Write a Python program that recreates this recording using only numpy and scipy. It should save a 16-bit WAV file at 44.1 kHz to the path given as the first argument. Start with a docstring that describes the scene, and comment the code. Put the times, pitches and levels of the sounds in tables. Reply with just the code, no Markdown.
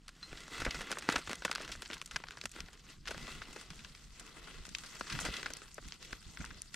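"""Logs snap and spit in a wood fire in an outdoor stone pit, heard dry, without echo, on a microphone pair.
Snaps are short noise bursts in bands, listed or at random, over a bed of grainy noise that swells now and then.
Fat sizzles in an iron pan on the grate: hissing noise and ringing droplets, with faint pan resonances.
Flames flutter and roar low as filtered noise, and one small metal part pings as decaying sines.
The stereo picture starts narrow and opens up."""
import sys
import numpy as np
from scipy import signal
from scipy.fft import rfft, irfft
from scipy.io import wavfile

SR = 44100
rng = np.random.default_rng(int(sys.argv[2]) if len(sys.argv) > 2 else 0)


def int16_out(signal):
    """Quantize to a 16-bit WAV file."""
    q = np.round(np.clip(np.atleast_2d(signal).T, -1, 1) * 32767)
    wavfile.write(sys.argv[1], SR, q.astype(np.int16))


def volts(x):
    """Linear amplitude factor 10**(x/20) for a level x in dB, scalar or array-like."""
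    e = np.asarray(x, float) / 20
    return 10 ** e


N = 297675  # samples

SMALL_PER_S = 9
SMALL_OCTAVES, SMALL_FALL_DB, SMALL_LENGTHS = (0.9, 1.87), 7.5, (0.83, 4.0)
CALM_DB = -6.5  # small snaps lose this much when the bed is even


def small_snaps(vigour_db, unrest):
    """Rows of chance snaps, as loud as the fire is lively and fitful; columns as in LOUD_SNAPS."""
    when, size, colour, length = rng.random((int(SMALL_PER_S * N / SR), 4)).T
    bed_db = vigour_db + CALM_DB * (1 - unrest)
    level_db = bed_db[(when * N).astype(int)] + 0.5 + 0.5 * np.log(1 - .95 * size)
    octave = np.interp(colour, (0, 1), SMALL_OCTAVES)
    fall_db = np.full(len(when), SMALL_FALL_DB)
    lengths = np.interp(length ** 2, (0, 1), SMALL_LENGTHS)  # mostly short
    return list(zip(when * N / SR, level_db, octave, fall_db, lengths))


# The loud snaps of the logs. Each row: start in seconds, level at the colour centre in dB (energy as rms over
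# 10 ms), colour centre in octaves above 1 kHz (kept within the bands), fall one octave away in dB (at least
# 0.5), length figure (nominal ms; sets the rise and, through a power, the decay).
LOUD_SNAPS = [(0.0804, -51.0, 1.8, 3.5, 3.2), (0.09, -53.5, 1.2, 2, 4.6), (0.2285, -48, 1.25, 12, 5.2),
              (0.3286, -48.5, -0.5, 1.5, 3.5), (0.3703, -49, 1.5, 8, 9.5), (0.4044, -55, 1.9, 3, 2.4),
              (0.4123, -68, 5, -3, 5.6), (0.4798, -55.5, 0.5, 1, 2), (0.5247, -54, 0.5, 3.5, 6.7),
              (0.5793, -49, 0.7, 1, 6.8), (0.6005, -42, 1.2, 2, 11), (0.6176, -38.5, -0.1, 2, 5),
              (0.6491, -38, 1.0, 2.0, 8.3), (0.6637, -33, -0.5, 3, 7.2), (0.708, -38, 2, 12.5, 3.5),
              (0.7446, -44.5, 0.6, 1.5, 7.2), (0.7896, -52, -1, -0.5, 5.1), (0.8072, -42, 0.1, 1.5, 7.3),
              (0.8155, -51.5, 2, 3.0, 3.4), (0.824, -59, 0.1, -1, 5.8), (0.9051, -44, -3.5, -2.5, 12),
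              (0.915, -39.5, 1.5, 1, 3.9), (0.925, -40.0, 0.5, 2, 3.4), (0.9555, -51, 0, 5.0, 3.9),
              (0.9706, -36, -0.26, 9, 3.3), (0.9794, -50, -1.5, 1.5, 12), (0.9854, -45, 2.6, 1.5, 4.5),
              (1.0232, -48.5, 1, 2, 5.0), (1.0885, -27.5, -0.57, 1.5, 2.9), (1.097, -37.5, 1, 2, 5.4),
              (1.1121, -53, 2.3, 5, 5.9), (1.1212, -38.5, 1.2, 1.5, 7.6), (1.1322, -55, -2, 4.5, 7.7),
              (1.1425, -43, -1, 3.5, 3), (1.1579, -30.5, 0.5, 2, 5.5), (1.18, -44.5, -0.3, 0.5, 9.1),
              (1.2734, -45.5, 0.5, 2.5, 3.8), (1.2946, -46.5, -0.3, 0.5, 3.3), (1.3059, -47, -1.3, 1, 1.7),
              (1.3131, -46, 1.3, 2.0, 3.3), (1.3223, -49, -0.5, 3, 2.1), (1.3306, -42.5, 0.5, 1, 3.8),
              (1.3548, -50, 2.6, 5, 2.4), (1.4214, -45.5, 0.3, 2.5, 4.4), (1.4495, -33.5, 0.5, 1.0, 5),
              (1.4789, -42.5, 0.5, 6.0, 3.3), (1.4938, -39.5, -0.5, 6.5, 4.4), (1.5129, -36, 1.3, 2.5, 3.7),
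              (1.5272, -49, 1.2, 2, 2.8), (1.551, -41.5, 1.6, 2, 3.4), (1.5575, -37.5, 1.24, 5, 2.2),
              (1.5748, -53, 1.8, 5.0, 2.8), (1.5812, -47, 0, 2, 3.2), (1.6021, -43.5, -0.5, 3.5, 8.8),
              (1.6118, -51, 1.5, 2.5, 4.5), (1.6204, -52.5, 2.0, 1.5, 2.5), (1.6275, -55.5, 1.0, 2, 2.2),
              (1.6467, -48, 1.5, 4, 5.1), (1.6778, -49.5, 1.0, 2, 4.2), (1.6912, -50, 0.2, 1.5, 4.7),
              (1.7165, -41, 2, 6, 9.8), (1.7524, -49.5, 0, 4, 3.5), (1.7601, -59, 3.1, 3, 1.5),
              (1.8206, -46, 1.5, 2, 2.8), (1.8279, -55, 0.5, -2, 2.5), (1.8511, -54.0, 1.9, 12, 5.8),
              (1.8583, -48, 1.5, 8, 3.6), (1.8782, -59, 4.5, 6, 2.2), (1.9008, -44.5, -0.3, 2, 4.7),
              (1.912, -47, 1.5, 9, 1.9), (1.9213, -54, 0.3, 1.5, 1.5), (1.9311, -41.5, 1.55, 6.5, 3.4),
              (1.9394, -46.0, 2.1, 7, 6.7), (1.9676, -52, 1, 8, 2.7), (1.98, -56.0, 2.4, 9, 2.7),
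              (2.0151, -44, 1.54, 3.5, 2.4), (2.023, -57.5, 1.2, 0.5, 3.1), (2.0484, -68.0, 3.2, 7, 2.3),
              (2.0595, -49, 3.2, 3.5, 3.2), (2.0756, -62, 2.6, 1.0, 2.6), (2.111, -47.5, 1.5, 2.5, 5.5),
              (2.1176, -56, 1, 9, 5.8), (2.1597, -34, 1.0, 3, 4.2), (2.2008, -56, 0.1, 1.5, 3.7),
              (2.238, -46, 0.5, 3.5, 3.1), (2.269, -57, 1.1, 4.5, 2.9), (2.285, -49, 1.04, 5, 2.1),
              (2.3076, -49.0, 1.1, 3, 3.1), (2.3191, -56, 1.5, 4, 5.9), (2.3714, -50.5, 0.5, 2, 3.6),
              (2.3824, -64, 2, 0, 2.9), (2.413, -44, 1.73, 8.5, 2.8), (2.4379, -53, -0.1, 0.5, 3.6),
              (2.4552, -41.5, 1.8, 1, 3.1), (2.4934, -62, 3.2, 3, 2.5), (2.5159, -53, 3.1, 4.0, 2.8),
              (2.5529, -58, -1, 6, 2.9), (2.5617, -51.5, 0.0, 1.5, 2.9), (2.5879, -57, -5, 3, 2.9),
              (2.6035, -44, 1.9, 5, 3.9), (2.6851, -55.5, 0.1, 2.5, 3.2), (2.7301, -59.0, 2, 1, 8.7),
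              (3.0552, -52, 1.3, 6, 3.9), (3.063, -56, 1.7, 6, 4.8), (3.0731, -44, 1.3, 3.5, 7.9),
              (3.0783, -40, 1.45, 5.5, 7.8), (3.0904, -49, -6, 4, 8.6), (3.1078, -41.5, -0.1, 1, 6.9),
              (3.1435, -48, 0, 2, 6.8), (3.1785, -52.5, 0.5, 1, 3.0), (3.2783, -47.0, -0.2, 2.5, 7.2),
              (3.4176, -45.0, 0.5, 4, 4.4), (3.5283, -56.5, 4, 1.0, 8.1), (3.5609, -48, -3, 0.5, 7),
              (3.6117, -54.5, 1.5, 1, 4.8), (3.703, -49.5, 1.5, 4, 6.8), (3.7568, -63, 5.5, 4, 3),
              (3.792, -54.5, 1.7, 8, 3.4), (3.8468, -48.5, 1.45, 6.5, 4.4), (3.9495, -55.5, 1.7, 5.5, 5.7),
              (4.1964, -52, 7, 1, 6.3), (4.2098, -54.5, -0.3, 4, 7.3), (4.2653, -63, 3.2, -1.5, 2.2),
              (4.4722, -52.0, 0.6, 2.5, 9), (4.6522, -52.5, 1.5, 2, 3.8), (4.6598, -61.0, 2.9, 2.0, 6.3),
              (4.6662, -59, 3.2, 0.5, 6), (4.6807, -58.0, -1.0, 4, 2.1), (4.69, -55.5, 7, 1, 4.2),
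              (4.7494, -37.5, 1.75, 9, 3.3), (4.7847, -50, 2.2, 3, 3.6), (4.8362, -52, 1.0, 1.5, 7.8),
              (4.86, -56, 2.5, 1.5, 11), (4.9492, -56.5, 1.5, -1.5, 10), (4.9662, -60, 6, 1.0, 7.4),
              (4.9937, -53, 6, 4, 11), (5.0092, -38, 0.0, 2.5, 4.2), (5.0661, -46, 1.2, 8, 9.7),
              (5.0985, -40, 1.5, 6, 11), (5.1241, -41, 1.6, 4, 7.2), (5.1505, -46, 1, 5, 4.3),
              (5.1573, -52, 0.5, 6, 3.1), (5.1893, -40, 0.7, 3.5, 4.2), (5.2011, -41, 2.8, 12, 13.8),
              (5.2093, -48, -0.8, -3, 9.7), (5.2438, -50, -7, 1, 6.8), (5.2503, -37.5, 0.5, 1, 10),
              (5.2582, -45, 0, 11, 5.8), (5.2862, -45.5, -1.2, 2, 3.2), (5.3025, -51.0, 1.7, 10, 3.6),
              (5.339, -42, 1.55, 10, 5.9), (5.3669, -42, 2.1, 11, 4.5), (5.4294, -44.5, 0.7, 2, 2.7),
              (5.4591, -37, 0.57, 3.5, 6.7), (5.5026, -49.5, -0.5, 0.5, 4.7), (5.5359, -43, 2.5, 12.5, 1.6),
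              (5.5691, -52, 3, 5, 2.1), (5.618, -53, 0.1, 2, 3.1), (5.7437, -53.5, 3.2, 17, 3.2),
              (5.781, -43.5, -0.5, 3.5, 4.6), (5.8852, -57, 3.5, 1.5, 1.2), (5.9222, -44, 1.5, 12, 1.1),
              (5.9396, -60, 2.0, 3.0, 6.7), (6.0277, -57.5, 2, 2, 1.3), (6.0484, -54.5, 1.9, 6, 3.5),
              (6.128, -43, 0.52, 2.5, 4), (6.3725, -47.5, 0.9, 6, 3.0), (6.4056, -52, 0.5, 8, 1.6),
              (6.4122, -43, -0.3, 12, 2.3), (6.4429, -45.5, 0.3, 9, 3.3), (6.45, -54, 7, 1.0, 2.1),
              (6.459, -53, 1.5, 6, 4.5), (6.5053, -47.5, 1, 10, 5.9), (6.6191, -45.5, 3.2, 8.5, 0.92),
              (6.7425, -46.5, 1.5, 1.5, 3)]
# The bands of a snap's body. Each row: lower edge in Hz, upper edge in Hz.
SNAP_BANDS_HZ = [(170, 700), (900, 2400), (2400, 6000), (6000, 11500)]
EDGE_BAND_HZ, EDGE_DB = (11500, 15500), -24  # sharp edge of a snap, relative to its highest body band
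FALL_CURVE = 1.96  # the fall steepens away from the centre
TILT_HZ, DULL_HZ = 4040, 8150  # snaps fall off gently, then faster
KNOCK_HZ, KNOCK_WIDTH_HZ, KNOCK_GAIN = 1490, 360, 2.6  # hollow of the pit under the pan


def log_snaps(rows):
    """Each snap is a short cluster of fibre breaks, dying fast, in bands that fall away from its colour."""
    size, chunk = 2200, 20  # samples
    t_ms = np.arange(size) * 1000 / SR
    start_s, db, centre, fall_db, length = np.transpose(rows)[:, :, None, None]

    octaves = np.log2(np.sqrt(np.prod(SNAP_BANDS_HZ, axis=1)) / 1000)
    centre = np.clip(centre, octaves[0], octaves[-1])
    fall_db = np.maximum(fall_db, .5)
    levels_db = [db - fall_db * np.abs(octave - centre) ** FALL_CURVE for octave in octaves]
    levels_db.append(levels_db[-1] + EDGE_DB)

    white = rng.standard_normal((len(rows), 2, size))
    rough_db = 2.5 * rng.exponential(1, (len(rows), 1, size // chunk))
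    breaks = volts(rough_db).repeat(chunk, axis=2)
    decay_ms = 0.58 * length ** 1.344  # short snaps are drier still
    shape = (1 - np.exp(-t_ms / (0.026 * length))) * np.exp(-t_ms / decay_ms)
    first_break = 1 + 2.2 * np.exp(-t_ms / 0.14)  # the first break is the hardest
    burst = white * breaks * shape * first_break

    tilt = signal.butter(1, TILT_HZ, fs=SR, output="sos")
    dull = signal.butter(2, DULL_HZ, fs=SR, output="sos")
    burst = signal.sosfilt(tilt, burst + 1e-18)
    dulled = signal.sosfilt(dull, burst)
    parts = [band_pass(dulled, band) for band in SNAP_BANDS_HZ]
    parts.append(band_pass(burst, EDGE_BAND_HZ))
    parts[1] = parts[1] + KNOCK_GAIN * resonate(parts[1], KNOCK_HZ, KNOCK_WIDTH_HZ)
    parts[3:] = [part * np.exp(-0.033 * t_ms / decay_ms) for part in parts[3:]]  # the treble dies first

    whole = 0
    for part, level_db in zip(parts, levels_db):
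        rms_10ms = np.sqrt(np.sum(part ** 2, axis=2, keepdims=True) / (SR / 100))
        whole = whole + volts(level_db) * part / rms_10ms
    out = np.zeros((2, N + size))
    for at, snap in zip(np.round(start_s.ravel() * SR).astype(int), whole):
        out[:, at:at + size] += snap
    return out[:, :N]


# How lively the burning and frying is. Each row: time in seconds, vigour in dB, brightness in dB.
VIGOUR = [(0.0, -74.5, -2), (0.19, -65, -0.5), (0.25, -59, 3), (0.31, -56, -0.5), (0.4, -53.5, 1.5),
          (0.49, -56.5, 0), (0.55, -44.5, 2), (0.63, -49.5, 0), (0.67, -51, -1.5), (0.8, -46.5, 3.5),
          (0.88, -51.5, -3.5), (1.0, -54.5, 1.5), (1.05, -54.5, -1.5), (1.12, -44, -1.5), (1.25, -58.5, 3),
          (1.31, -47, -3), (1.39, -57.0, 2), (1.54, -52.5, -3.5), (1.88, -58.5, 1.5), (1.93, -53.5, -4.5),
          (2.03, -66.5, 3), (2.08, -66, 2), (2.15, -55.5, -0.5), (2.23, -62.5, -3), (2.29, -59.5, -0.6),
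          (2.37, -65, -3), (2.45, -58, 1.2), (2.49, -70.5, 4.5), (2.59, -51.5, 0.1), (2.7, -66, 0.1),
          (2.76, -65.5, -3), (2.83, -68, 1), (2.9, -55.5, 0), (2.93, -58, 4.5), (2.97, -69.5, -1),
          (3.01, -71.0, 1.2), (3.05, -68, -2), (3.08, -54, 0.1), (3.1, -52, 4), (3.15, -54.5, -0.4),
          (3.31, -48.5, 2.2), (3.46, -57.5, -2), (3.6, -55.5, 2.5), (3.66, -60, 0.2), (3.82, -60.5, 1.5),
          (4.11, -65, 1.5), (4.23, -58.5, -0.5), (4.59, -57.0, -1), (4.72, -64, 3), (4.81, -55, 4),
          (5.05, -54.5, 1.5), (5.12, -48, 1.5), (5.23, -45.5, 3.8), (5.38, -49, 0.0), (5.52, -57, -1),
          (5.75, -64, 3), (5.9, -59.0, 4), (5.99, -66.5, 1.0), (6.05, -54.5, 1.5), (6.1, -61.5, -2),
          (6.14, -53.5, 1.5), (6.2, -65, 4.5), (6.3, -63, 2.5), (6.48, -55.5, -1), (6.71, -70.5, 3.5),
          (6.75, -56, 2.2)]
REFERENCE_VIGOUR_DB = -57


def fire_vigour():
    """Vigour and brightness of the burning and frying, one value per sample."""
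    return in_time(VIGOUR)


def follow(vigour_db, bright_db, level_db, swing, brightness):
    """Layer level: dB at the reference vigour, plus shares of the vigour's swing and of the brightness."""
    return level_db + swing * (vigour_db - REFERENCE_VIGOUR_DB) + brightness * bright_db


# How fitful the bed is, from an even wash to hard sputtering. Each row: time in seconds, unrest from 0 to 1.
UNREST = [(0, 0.1), (.5, 0.27), (1.0, 1), (2.7, 1), (3.3, 0.36), (4.2, 0.8), (4.65, 0.6), (5.1, .95),
          (5.6, 0.93), (6.75, 1)]


def bed_unrest():
    """Fitfulness of the bed, one value per sample."""
    return np.clip(in_time(UNREST)[0], 0, 1)


# Colour of the crackle bed. Each row: frequency in Hz, relative level in dB per Hz.
EMBERS = [(600, -10), (900, -10.5), (1100, -6), (1500, -6), (2200, -9.5), (3000, -8), (4500, -14)]


def ember_crackle(level_db, coarse, fine, unrest):
    """Grainy noise for the fine crackle of the embers."""
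    return volts(level_db) * bed(EMBERS, coarse * np.sqrt(fine), patchy_db=2.66 * unrest, rate=7.7)


def ember_droplets(level_db):
    """Bursting droplets that ring through the middle range."""
    return volts(level_db) * spits(per_s=200.0, spread_db=9.0, low_hz=994, high_hz=2900, cycles=57.0)


# Colour of the frying fat. Each row: frequency in Hz, relative level in dB per Hz.
SIZZLE = [(1800, -30), (3000, -7.5), (4600, 0.5), (6200, -3.5), (8000, -4.5), (10000, -16), (12500, -58)]


def fat_sizzle(level_db, coarse, fine, unrest):
    """Frying fat as fine grainy noise."""
    return volts(level_db) * bed(SIZZLE, fine * np.sqrt(coarse), patchy_db=3.9 * unrest, rate=26.0)


def fat_droplets(level_db):
    """Bursting droplets that ring higher and for fewer cycles than those of the embers."""
    return volts(level_db) * spits(per_s=350.0, spread_db=7.0, low_hz=2765, high_hz=8900, cycles=30.0)


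# Resonances of the iron pan. Each row: frequency in Hz, width in Hz, relative level in dB.
PAN = [(1400, 70, -3), (2010, 110, 0), (2600, 90, -3), (3300, 90, -5)]
PAN_STRUCK_DB = -14  # how strongly the snaps drive the pan


def pan_singing(level_db, coarse, snaps):
    """The frying and the snaps drive the pan's resonances in parallel."""
    frying = volts(level_db) * coarse * rng.standard_normal((2, N))
    drive = frying + volts(PAN_STRUCK_DB) * snaps
    return sum(volts(db) * resonate(drive, hz, width_hz) for hz, width_hz, db in PAN)


# The small metal part. Each row: mode in Hz, relative level in dB, time to fall 60 dB in seconds.
PING_MODES = [(4120, 1.5, 0.12), (5170, -23, .1)]
PING_S, PING_DB = .2285, -42


def metal_ping():
    """One tap sets the metal modes ringing as decaying sines."""
    t = np.maximum(np.arange(N) / SR - PING_S, 0)
    out = 0
    for hz, db, t60_s in PING_MODES:
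        out = out + volts(PING_DB + db - 60 * t / t60_s) * np.sin(2 * np.pi * hz * t)
    return out


# The flaps of the flame. Each row: start in seconds, length in seconds, level in dB before lumps.
FLAPS = [(0.314, 0.051, -59), (0.577, 0.12, -51), (0.745, 0.078, -52), (1.079, 0.11, -54),
         (1.275, 0.03, -61), (1.687, 0.039, -55), (1.743, 0.076, -55), (2.144, 0.029, -47),
         (2.438, 0.051, -56), (2.597, 0.06, -58.5), (2.959, 0.061, -64), (3.02, 0.094, -66),
         (3.137, 0.125, -49.5), (3.304, 0.13, -56), (3.481, 0.033, -59), (3.7, 0.024, -44),
         (3.748, 0.12, -60), (3.907, 0.019, -52.5), (4.018, 0.057, -62), (4.078, 0.06, -63),
         (4.554, 0.14, -61), (4.7, 0.051, -60), (5.113, 0.21, -46.5), (5.45, 0.058, -52.5),
         (5.82, 0.07, -56), (6.119, 0.033, -57), (6.255, 0.053, -54), (6.388, 0.18, -55.5)]
FLAP_EDGE_S = 0.024


def flame_flaps():
    """Envelope of the flaps: soft rise, hold, soft fall, made lumpy by a chance drift."""
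    t, out = np.arange(N) / SR, 0
    for start_s, length_s, db in FLAPS:
        inside_s = np.minimum(t - start_s, start_s + length_s - t)
        out = out + volts(db) * np.clip(inside_s / FLAP_EDGE_S + .5, 0, 1) ** 2
    return out * volts(4.5 * drift(27))


# Colour of the low flutter. Each row: frequency in Hz, relative level in dB per Hz.
FLUTTER = [(12, -35), (20, 2.5), (45, -0.5), (62, -3.5), (90, -24)]
FLUTTER_DB = -62.5


def flame_flutter(flap):
    """Very low noise at a steady base level, raised by each flap."""
    return (volts(FLUTTER_DB) + flap) * bed(FLUTTER, 1, patchy_db=1.5, rate=8.0)


# Colour of the roar. Each row: frequency in Hz, relative level in dB per Hz.
ROAR = [(50, -23), (72, 0.5), (100, -4), (155, 2), (250, -6.5), (400, -18)]
FLAP_ROAR_DB, FLAP_ROAR_GROWTH = -5, 0.39


def flame_roar(level_db, coarse, flap):
    """Low noise that follows the fire; strong flaps roar more than in proportion."""
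    flap_roar = volts(FLAP_ROAR_DB) * flap * (flap / volts(-52)) ** FLAP_ROAR_GROWTH
    return (volts(level_db) + flap_roar) * bed(ROAR, np.sqrt(coarse), patchy_db=2.5, rate=34.0)


# Colour of the rustle. Each row: frequency in Hz, relative level in dB per Hz.
RUSTLE = [(180, -1.5), (300, 6), (500, 3), (800, -19), (1200, -47)]


def rustle(level_db, coarse):
    """Coarse-grained noise between the roar and the crackle."""
    return volts(level_db) * bed(RUSTLE, coarse, patchy_db=1.5, rate=7.7)


# Colour of the highest hiss. Each row: frequency in Hz, relative level in dB per Hz.
TOP_HISS = [(8000, -1.5), (10000, 0), (12400, 1), (14500, -8), (15700, -16), (16200, -51)]


def top_hiss(level_db, fine):
    """Faint fine-grained noise in the highest treble."""
    return volts(level_db) * bed(TOP_HISS, fine, patchy_db=3.0, rate=33.0)


def bed(spectrum, envelope, patchy_db, rate):
    """Two twin draws of enveloped noise, rms 1; overlapping half-octave patches flicker on their own."""
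    hz, out = bins_hz(), 0
    low, high = spectrum[0][0], spectrum[-1][0]
    spectra = rfft(rng.standard_normal((2, N)) * envelope)
    spectra = spectra * volts(at_hz(spectrum, hz)) * (hz > low) * (hz < high)
    count = 1 + int(np.ceil(2 * np.log2(high / low)))
    place = (count - 1) * np.log(hz / low) / np.log(high / low)
    for k in range(count):
        patch = irfft(spectra * np.maximum(1 - np.abs(place - k), 0), N)
        out = out + patch * volts(patchy_db * drift(rate))
    return rms_one(out)


def spits(per_s, spread_db, low_hz, high_hz, cycles):
    """Droplets of fat and sap burst at random, each at one of ten pitches, falling 60 dB in so many cycles."""
    born = rng.random(N) < per_s * volts(4.0 * drift(8.0)) / SR
    sizes_db = spread_db * np.minimum(rng.exponential(1, N), 3)
    hits = born * volts(sizes_db) * rng.standard_normal((2, N))
    dealt, out = rng.integers(0, 10, N), 0
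    for k, hz in enumerate(np.geomspace(low_hz, high_hz, 10)):
        r, w = volts(-60 * hz / (cycles * SR)), 2 * np.pi * hz / SR
        mine = hits * (dealt == k) + 1e-18
        out = out + signal.lfilter([0, np.sin(w)], [1, -2 * r * np.cos(w), r * r], mine)
    return rms_one(out)


def grains(per_s, spread_db, grain_ms, hiss_db):
    """Envelope of tiny bursts at random moments, few large and many small, over an even hiss."""
    born = rng.random(N) < per_s / SR
    power = born * volts(2 * spread_db * np.minimum(rng.exponential(1, N), 3))
    fade = np.exp(-1000 / (grain_ms * SR))
    power = signal.lfilter([1], [1, -fade], power)
    return np.sqrt(power / power.mean() + volts(2 * hiss_db))


def drift(rate):
    """Slow chance of spread 1 that turns about rate times a second, drawn at every 40th sample."""
    r = np.exp(-80 * np.pi * rate / SR)
    slow = signal.lfilter([1], [1, -2 * r, r * r], rng.standard_normal(N // 40 + 2002))[2000:]
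    return np.interp(np.arange(N) / 40, np.arange(len(slow)), rms_one(slow))


def resonate(x, hz, width_hz):
    """A two-pole resonance with a gain near 1 at its peak."""
    r, w = np.exp(-np.pi * width_hz / SR), 2 * np.pi * hz / SR
    return (1 - r * r) / 2 * signal.lfilter([1, 0, -1], [1, -2 * r * np.cos(w), r * r], x)


def band_pass(x, band_hz):
    """Keep one band of a sound."""
    return signal.sosfilt(signal.butter(3, band_hz, "band", fs=SR, output="sos"), x)


def rms_one(x):
    """Scale to rms 1."""
    return x / np.sqrt(np.mean(x ** 2) + 1e-20)


def in_time(rows):
    """Columns of a curve table, one value per sample."""
    s, *columns = np.transpose(rows)
    return [np.interp(np.arange(N) / SR, s, c) for c in columns]


def at_hz(points, hz):
    """Read a spectrum on a log-frequency axis."""
    point_hz, value = np.transpose(points)
    return np.interp(np.log(hz), np.log(point_hz), value)


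def bins_hz():
    """Frequency of every bin, at least 1 Hz."""
    return np.maximum(np.fft.rfftfreq(N, 1 / SR), 1)


# Width at the microphone pair. Each row: frequency in Hz, gain of the unrelated side share in dB.
SPREAD = [(60, -12), (110, -8.5), (200, -7), (380, -11.5), (700, -10.5), (1290, -13.5), (2380, -10),
          (4400, -6), (8120, -0.5), (15000, -1)]
# Balance of the microphone pair. Each row: frequency in Hz, left minus right in dB (the tip is halved below
# the limit).
LEAN = [(60, -1), (110, 0.5), (200, -2.5), (380, 0), (700, 2), (1290, 2.0), (2380, 3.5), (4400, 1.5),
        (8120, -0.5), (15000, -5)]
# Opening of the stereo picture. Each row: time in seconds, gain of the side below the limit in dB.
OPENING = [(0, -19), (.9, -28.5), (1.2, -17.5), (1.9, -9), (2.7, -4), (3.1, -3.5), (4.1, 0.5), (4.8, 2),
           (5.1, -2.5), (5.6, 0), (6.75, 1.5)]
ALWAYS_WIDE_HZ = 11400  # the limit: above it the width does not move


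def microphone_pair(mid, twin):
    """The side holds an unrelated share and a share of the mid that tips the balance."""
    hz = bins_hz()
    wide = hz > ALWAYS_WIDE_HZ
    ratio = volts(at_hz(LEAN, hz))
    tip = 2 * (ratio - 1) / (ratio + 1) * np.where(wide, 1, .5)
    side = rfft(twin) * volts(at_hz(SPREAD, hz)) + rfft(mid) * tip
    opening = irfft(side * ~wide, N) * volts(in_time(OPENING)[0])
    side = irfft(side * wide, N) + opening
    return np.array([mid + side, mid - side])


def scene():
    """Twin draws of every source, mixed and spread over the microphone pair."""
    vigour_db, bright_db = fire_vigour()
    unrest = bed_unrest()
    sputtering_db = vigour_db + unrest * 1.78 * drift(22)  # the whole bed sputters together
    flap = flame_flaps()
    fine = grains(per_s=1000.0, spread_db=26.0, grain_ms=1.0, hiss_db=10.0)
    coarse = grains(per_s=150.0, spread_db=2.5, grain_ms=0.74, hiss_db=4.0)

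    # level at the reference vigour in dB, share of the vigour's swing, share of the brightness
    ember_db = follow(sputtering_db, bright_db, -60, 0.94, -0.48)
    sizzle_db = follow(sputtering_db, bright_db, -61.5, 0.71, 0.67)
    frying_db = follow(sputtering_db, bright_db, -51, 1.3, 0)
    roar_db = follow(sputtering_db, bright_db, -64.5, 0.23, -0.078)
    rustle_db = follow(sputtering_db, bright_db, -66, 1, -1.3)
    top_db = follow(sputtering_db, bright_db, -78.5, 0.57, 1)

    snaps = log_snaps(list(LOUD_SNAPS) + small_snaps(vigour_db, unrest))
    mix = snaps + metal_ping()
    mix = mix + pan_singing(frying_db, coarse, snaps)
    mix = mix + flame_flutter(flap)
    mix = mix + flame_roar(roar_db, coarse, flap)
    mix = mix + rustle(rustle_db, coarse)
    mix = mix + ember_droplets(ember_db - 18.5)
    mix = mix + fat_droplets(sizzle_db - 8.0)
    mix = mix + ember_crackle(ember_db, coarse, fine, unrest)
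    mix = mix + fat_sizzle(sizzle_db, coarse, fine, unrest)
    mix = mix + top_hiss(top_db, fine)
    mid, twin = mix
    return microphone_pair(mid, twin)


def top_cut(x):
    """Nothing passes above the cut-off."""
    return signal.sosfilt(signal.butter(12, 16400, fs=SR, output="sos"), x)


def record(dry):
    """The finished mix of the microphone pair, as delivered."""
    return top_cut(dry)


dry = scene()
out = record(dry)
int16_out(out)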